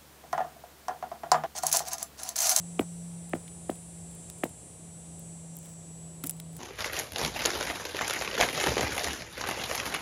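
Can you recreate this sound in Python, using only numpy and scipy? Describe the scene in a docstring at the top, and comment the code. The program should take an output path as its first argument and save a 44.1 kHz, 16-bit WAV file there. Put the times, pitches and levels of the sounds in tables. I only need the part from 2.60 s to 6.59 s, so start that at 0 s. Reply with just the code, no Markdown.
"""A distant engine drone and a thin, steady whine hang in the outdoor air as hard boot soles
tap a concrete slab: four knocks, each sweeping quickly down in pitch because its bass lags.
Grit clicks underfoot, each grain snapping and sounding the sole, and fine sand scuffs softly.
Then one boot lifts and comes down on the grit with a crunch and a hollow ring of the heel."""
import sys
import numpy as np
from scipy.fft import rfft, irfft, next_fast_len
from scipy.io import wavfile
from scipy.ndimage import map_coordinates

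SR = 44100
rng = np.random.default_rng(int(sys.argv[2]) if len(sys.argv) > 2 else 0)


def master_out(mix):
    """Clip the mix to full scale and print it as 16-bit PCM to the path in sys.argv[1]."""
    frames = np.transpose(np.atleast_2d(mix))
    ceiling = np.clip(frames, -1, 1)
    pcm = np.round(ceiling * 32767).astype(np.int16)
    wavfile.write(sys.argv[1], SR, pcm)


N = 175959

# tone of the outdoor air (frequency [Hz], level [dB])
AIR_COLOUR = [(36, -22), (50, -15), (72, -4), (95, -3.5), (135, -7.5), (220, -12), (400, -14.5), (740, -17),
              (950, -24), (1500, -31.5), (3000, -30.5), (5000, -33.5), (10000, -34.5), (12500, -41.5),
              (16000, -62)]
# fader ride of the far engine (time [s], level [dB])
DRONE_FADER = [(0.0, -37.5), (0.03, -40), (0.54, -38.5), (0.71, -42.5), (0.74, -40), (0.8, -45.5),
               (1.34, -45.5), (1.4, -42.5), (1.89, -53), (2.0, -57.5), (2.28, -46.5), (2.91, -42),
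               (3.06, -46), (3.99, -41)]
# partials of the whine, each tuned to the nearest harmonic (frequency [Hz], level [dB])
WHINE_PARTIALS = [(5534, -85), (5744, -71.5), (5809, -81), (5959, -76), (6169, -72.5), (6385, -80),
                  (6595, -72.5), (6804, -79), (7020, -68.5), (7235, -71.5), (7445, -60.5), (7660, -64.5),
                  (7870, -55.5), (8086, -63.5), (8301, -75), (8511, -77.5), (8726, -62), (8931, -89),
                  (9152, -58.5), (9356, -72), (9577, -68), (9781, -94), (10002, -66), (10427, -67.5),
                  (10637, -93), (10853, -86), (11063, -77), (11278, -79), (11698, -95), (12129, -82),
                  (12554, -78)]
# pitch bend of the whine (time [s], pitch [ratio])
WHINE_BEND = [(0, .9991), (.6, 1), (3.62, 1), (3.75, .996)]
# fader rides of the whine's three bands (time [s], low [dB], middle [dB], high [dB])
WHINE_FADERS = [(0, 4, 1.5, 0), (.45, 1.5, -2.5, 0.5), (.7, -2.5, -2, -2.5), (.98, 0.5, 0, -0.5),
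                (1.1, -1.5, -2, 1.5), (1.8, -3.5, -0.5, 0.5), (2.3, 1.5, -1, -1), (2.7, 0.5, 1.5, -0.5),
                (3.1, 2.5, -1, -4.5), (3.5, -1, -1, -2.5), (3.8, -7, -6, -4.5), (3.99, -5, -6, -1)]
# crossovers between those bands (lower [Hz], upper [Hz])
WHINE_CROSSOVERS = [6500, 8400]
# tone of the hiss around the whine (frequency [Hz], level [dB])
HISS_COLOUR = [(4500, -9.5), (6500, -5.5), (7800, 5.5), (9500, 1), (10500, -11), (13000, -25)]
# fader ride of that hiss (time [s], level [dB])
HISS_FADER = [(0, -56), (.9, -60.5), (1.6, -57.5), (2.4, -67), (3.99, -64)]
# soles rubbing over fine sand (time [s], length [s], level [dB])
SCUFF_CUES = [(.72, 0.15, -64), (1.08, .11, -65), (1.83, .08, -62), (2.985, 0.18, -56.5),
              (3.635, 0.11, -50), (3.7, 0.13, -65), (3.893, 0.13, -58.5)]
# tone of the sand (frequency [Hz], level [dB])
SAND_COLOUR = [(1000, 0), (4000, -6.5), (9000, 7), (12000, -5.5), (16000, -0.5)]
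# grit cracking underfoot (time [s], level [dB], relative body [dB], relative crumble [dB])
GRIT_CUES = [(0.1949, -29, -11, 0), (.196, -29.5, 11, 2), (.2024, -37, -10, -5), (.2079, -30, -11, -10),
             (.6956, -34, -13, -15), (.8795, -43.5, 16, 5), (1.1001, -33, 9.5, 8), (1.104, -40, 0, 0),
             (1.1555, -39.5, 4.5, 3), (1.513, -40, -2, -2), (1.5492, -38, -6, 0), (1.7002, -26, 3, -15),
             (1.7854, -38, -4, -10), (1.8386, -31, -2, 1), (1.8392, -22.5, 3.5, 3), (1.8438, -31, 3, -3),
             (1.8925, -40.5, 6, 3), (2.5951, -34, -18, -10), (2.9555, -39, -20, -15),
             (2.9684, -28, -24, -17), (2.9883, -31.5, -20, -20), (3.0506, -48, 9, 0),
             (3.0585, -41, 11, -11), (3.6387, -21.5, 2.5, -5), (3.6406, -24, 3, -6),
             (3.643, -21.5, -4, -10), (3.6579, -27, -8, 0), (3.6654, -21.5, -13, 0), (3.6702, -17, -11, 5),
             (3.6707, -33, -10, 0), (3.6958, -14, -12, -10.5), (3.699, -19.5, -10, -6),
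             (3.7094, -20.5, -13, -15), (3.7668, -41, -1, -10), (3.8, -27, 1.5, -2), (3.801, -32.5, 7, -10),
             (3.9304, -43, 5, -8), (3.967, -29, -2, 1)]
# tone of a cracking grain and of the sole it sounds (frequency [Hz], level [dB])
GRAIN_COLOUR = [(1000, -57), (4600, -19), (5600, -6), (6300, -7), (7300, 1.5), (8700, -1), (10200, 7.5),
                (11500, -2), (14000, 4.5), (16500, -9)]
BODY_COLOUR = [(300, -26), (1200, -12), (2000, -3.5), (2800, 0), (3800, 0), (4400, -9.5), (5000, -8),
               (9000, -28)]
# ringing modes of the heel (frequency [Hz], level [dB], 60 dB decay [s])
HEEL_MODES = [(285, -29, 0.089), (477, -38, 0.055), (1340, -30.5, 0.017), (2600, -36, .012),
              (3080, -37.5, .012), (4370, -37, 0.011)]
# taps of each boot (time [s], level [dB], bass lag [s], treble cutoff [Hz], relative tail [dB])
LEFT_CUES = [(.194, 25.5, 0.0097, 3560, -11), (3.639, 3, 0.0089, 2000, -2)]
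RIGHT_CUES = [(.7348, 18.95, 0.011, 2900, -8), (1.096, 19.5, 0.0063, 1020, -14),
              (1.8363, 20.3, 0.0076, 3260, -11)]
# tone of each sole's knock (frequency [Hz], level [dB])
LEFT_COLOUR = [(40, -55), (100, -36), (160, -18), (230, -1), (300, 0.5), (450, -3.5), (540, -14), (740, -7),
               (920, -24.5), (1200, -15), (1750, -32), (2300, -18.5), (3400, -22.5), (4500, -31)]
RIGHT_COLOUR = [(40, -50), (85, -28), (160, -7), (220, -3.5), (340, 1), (450, -9), (560, -3.5), (750, -3.5),
                (950, -20.5), (1250, -12), (1500, -21), (1800, -11), (2200, -17), (2700, -20.5),
                (4500, -27)]
# dull tone of the scattered reflections and the heel's thump (frequency [Hz], level [dB])
TAIL_COLOUR = [(40, -22), (70, 2), (130, 3), (300, 4.5), (750, -1.5), (1100, -14), (2400, -21),
               (3600, -29.5), (12000, -30)]

AIR_DB = -52.5
DRONE_HZ, DRONE_SAG_HZ_PER_S = 171.5, 2.05
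WHINE_HZ, WHINE_JITTER_HZ, WHINE_DRIFT_DB, WHINE_FLUTTER_DB = 212.77, 0.082, 1.57, 1.38
SAND_GRAINS_PER_S = 620
SNAP_T60_S, CRUMBLE_T60_S = 0.0038, 0.017
HEEL_S, HEEL_RISE_CYCLES, THUMP_DB, THUMP_T60_S = 3.6387, 1.34, -37.5, 0.11
SWEEP_HZ = 340  # the bass lag is halved at this pitch
TAIL_DELAY_S, TAIL_RISE_S, TAIL_T60_S = 0.013, 0.0022, 0.082
LOW_CUT_HZ, HIGH_CUT_HZ = 44, 16500


def amp(db):
    """Decibels to gain."""
    return 10 ** (np.asarray(db) / 20)


def unit(x):
    """Scale to rms 1."""
    return x / np.sqrt(np.mean(x ** 2) + 1e-20)


def colour(points):
    """An EQ curve through (frequency [Hz], level [dB]) points."""
    point_hz, db = np.transpose(points)
    return lambda hz: amp(np.interp(np.log(hz + 1), np.log(point_hz + 1), db))


def curve(rows):
    """An automation line through (time [s], value) rows."""
    return np.interp(np.arange(N) / SR, *np.transpose(rows))


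def wobble(per_s):
    """A smooth random curve with per_s knots a second."""
    knots = rng.standard_normal(int(N * per_s / SR) + 4)
    return map_coordinates(knots, [np.arange(N) * per_s / SR])


def filtered(x, response):
    """Pass x through a complex frequency response."""
    size = next_fast_len(N + SR // 2)
    hz = np.fft.rfftfreq(size, 1 / SR)
    return irfft(rfft(x, size) * response(hz), size)[:N]


def noise(points):
    """Coloured noise of rms 1."""
    return unit(filtered(rng.standard_normal(N), colour(points)))


def swell(start, rise, t60):
    """An envelope with a quick attack and an exponential decay."""
    t = np.maximum(np.arange(N) / SR - start, 0)
    return (1 - np.exp(-t / rise)) * np.exp(-np.log(1000) * t / t60)


def add(track, start, sound):
    """Mix a short sound in at start seconds."""
    part = track[int(start * SR):][:len(sound)]
    part += sound[:len(part)]


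def air():
    """A bed of soft outdoor rumble, barely wavering."""
    return noise(AIR_COLOUR) * amp(AIR_DB + 0.43 * wobble(per_s=3.13))


def engine_drone():
    """A far engine: one low tone that sinks slowly, fading and returning."""
    hz = DRONE_HZ - DRONE_SAG_HZ_PER_S * np.arange(N) / SR
    return amp(curve(DRONE_FADER)) * np.sin(2 * np.pi * np.cumsum(hz) / SR)


def whine():
    """High harmonics of one steady buzz, each drifting in level, in a band of hiss."""
    pitch_hz = WHINE_HZ * curve(WHINE_BEND) + WHINE_JITTER_HZ * wobble(per_s=12)
    cycles = np.cumsum(pitch_hz) / SR
    times, *faders = np.transpose(WHINE_FADERS)
    tones = np.zeros(N)
    for hz, db in WHINE_PARTIALS:
        band = np.searchsorted(WHINE_CROSSOVERS, hz)
        band_db = curve(np.transpose([times, faders[band]]))
        shimmer_db = WHINE_DRIFT_DB * wobble(per_s=2.06) + WHINE_FLUTTER_DB * wobble(per_s=14)
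        harmonic = np.round(hz / WHINE_HZ)
        phase = 2 * np.pi * (harmonic * cycles + rng.random())
        tones += np.sqrt(2) * amp(db + band_db + shimmer_db) * np.sin(phase)
    return tones + noise(HISS_COLOUR) * amp(curve(HISS_FADER))


def scuffs():
    """Tiny sand grains tick under a sliding sole, fading in and out with each rub."""
    t = np.arange(N) / SR
    grains = (rng.random(N) < SAND_GRAINS_PER_S / SR) * rng.standard_normal(N)
    rub = np.zeros(N)
    for start, length, db in SCUFF_CUES:
        progress = np.clip((t - start) / length, 0, 1)
        rub += amp(db) * np.sin(np.pi * progress)
    return rub * unit(filtered(grains, colour(SAND_COLOUR)))


def grit():
    """Each grain snaps sharply, crumbles for a moment and sounds the sole."""
    cracks, body = np.zeros(N), np.zeros(N)
    t = np.arange(SR // 40) / SR
    for start, db, body_db, crumble_db in GRIT_CUES:
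        snap, crumble = 0.5 * rng.standard_normal((2, len(t)))
        snap *= amp(-60 * t / SNAP_T60_S)
        crumble *= amp(crumble_db - 60 * t / CRUMBLE_T60_S)
        click = snap + crumble
        click[0] = 2  # a hard spike for the attack
        click *= 2.85 / np.linalg.norm(click)
        add(cracks, start, amp(db) * click)
        add(body, start, amp(db + body_db) * click)
    return filtered(cracks, colour(GRAIN_COLOUR)) + filtered(body, colour(BODY_COLOUR))


def heel():
    """The heel lands with a hollow ring and a dull thump; its low modes take longest to build."""
    t = np.arange(N) / SR - HEEL_S
    ring = np.zeros(N)
    for hz, db, t60 in HEEL_MODES:
        envelope = swell(HEEL_S, HEEL_RISE_CYCLES / hz, t60)
        ring += amp(db) * envelope * np.sin(2 * np.pi * hz * t)
    thump = amp(THUMP_DB) * swell(HEEL_S, TAIL_RISE_S, THUMP_T60_S) * noise(TAIL_COLOUR)
    return ring + thump


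def boot_taps(cues, sole_colour):
    """A hard sole hits concrete: treble arrives first, bass lags, and a short dull tail follows."""
    track = np.zeros(N)
    for start, db, lag, cutoff_hz, tail_db in cues:
        blow = np.zeros(N)
        blow[int(start * SR)] = amp(db)
        sweep = lambda hz: np.exp(-2j * np.pi * lag * SWEEP_HZ * np.arctan(hz / SWEEP_HZ))
        # a higher cutoff also rolls off more steeply
        rolloff = lambda hz: 1 / np.sqrt(1 + (hz / cutoff_hz) ** (cutoff_hz / 260))
        knock = filtered(blow, lambda hz: colour(sole_colour)(hz) * rolloff(hz) * sweep(hz))
        tail = noise(TAIL_COLOUR) * swell(start + TAIL_DELAY_S, TAIL_RISE_S, TAIL_T60_S)
        track += knock + unit(tail) * knock.std() * amp(tail_db)
    return track


def scene():
    """The mono mix: boots up front; drone, whine and air behind."""
    knocks = boot_taps(LEFT_CUES, LEFT_COLOUR) + boot_taps(RIGHT_CUES, RIGHT_COLOUR)
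    boots = knocks + grit() + scuffs() + heel()
    return (boots + engine_drone() + whine() + air())[None]


def record(dry):
    """Master EQ: roll off the deepest bass and cut the extreme top steeply."""
    low_cut = lambda hz: 1 - 1 / (1 + (hz / LOW_CUT_HZ) ** 6)
    high_cut = lambda hz: 1 / (1 + (hz / HIGH_CUT_HZ) ** 120)
    return filtered(dry[0], lambda hz: low_cut(hz) * high_cut(hz))[None]


dry = scene()
out = record(dry)
master_out(out)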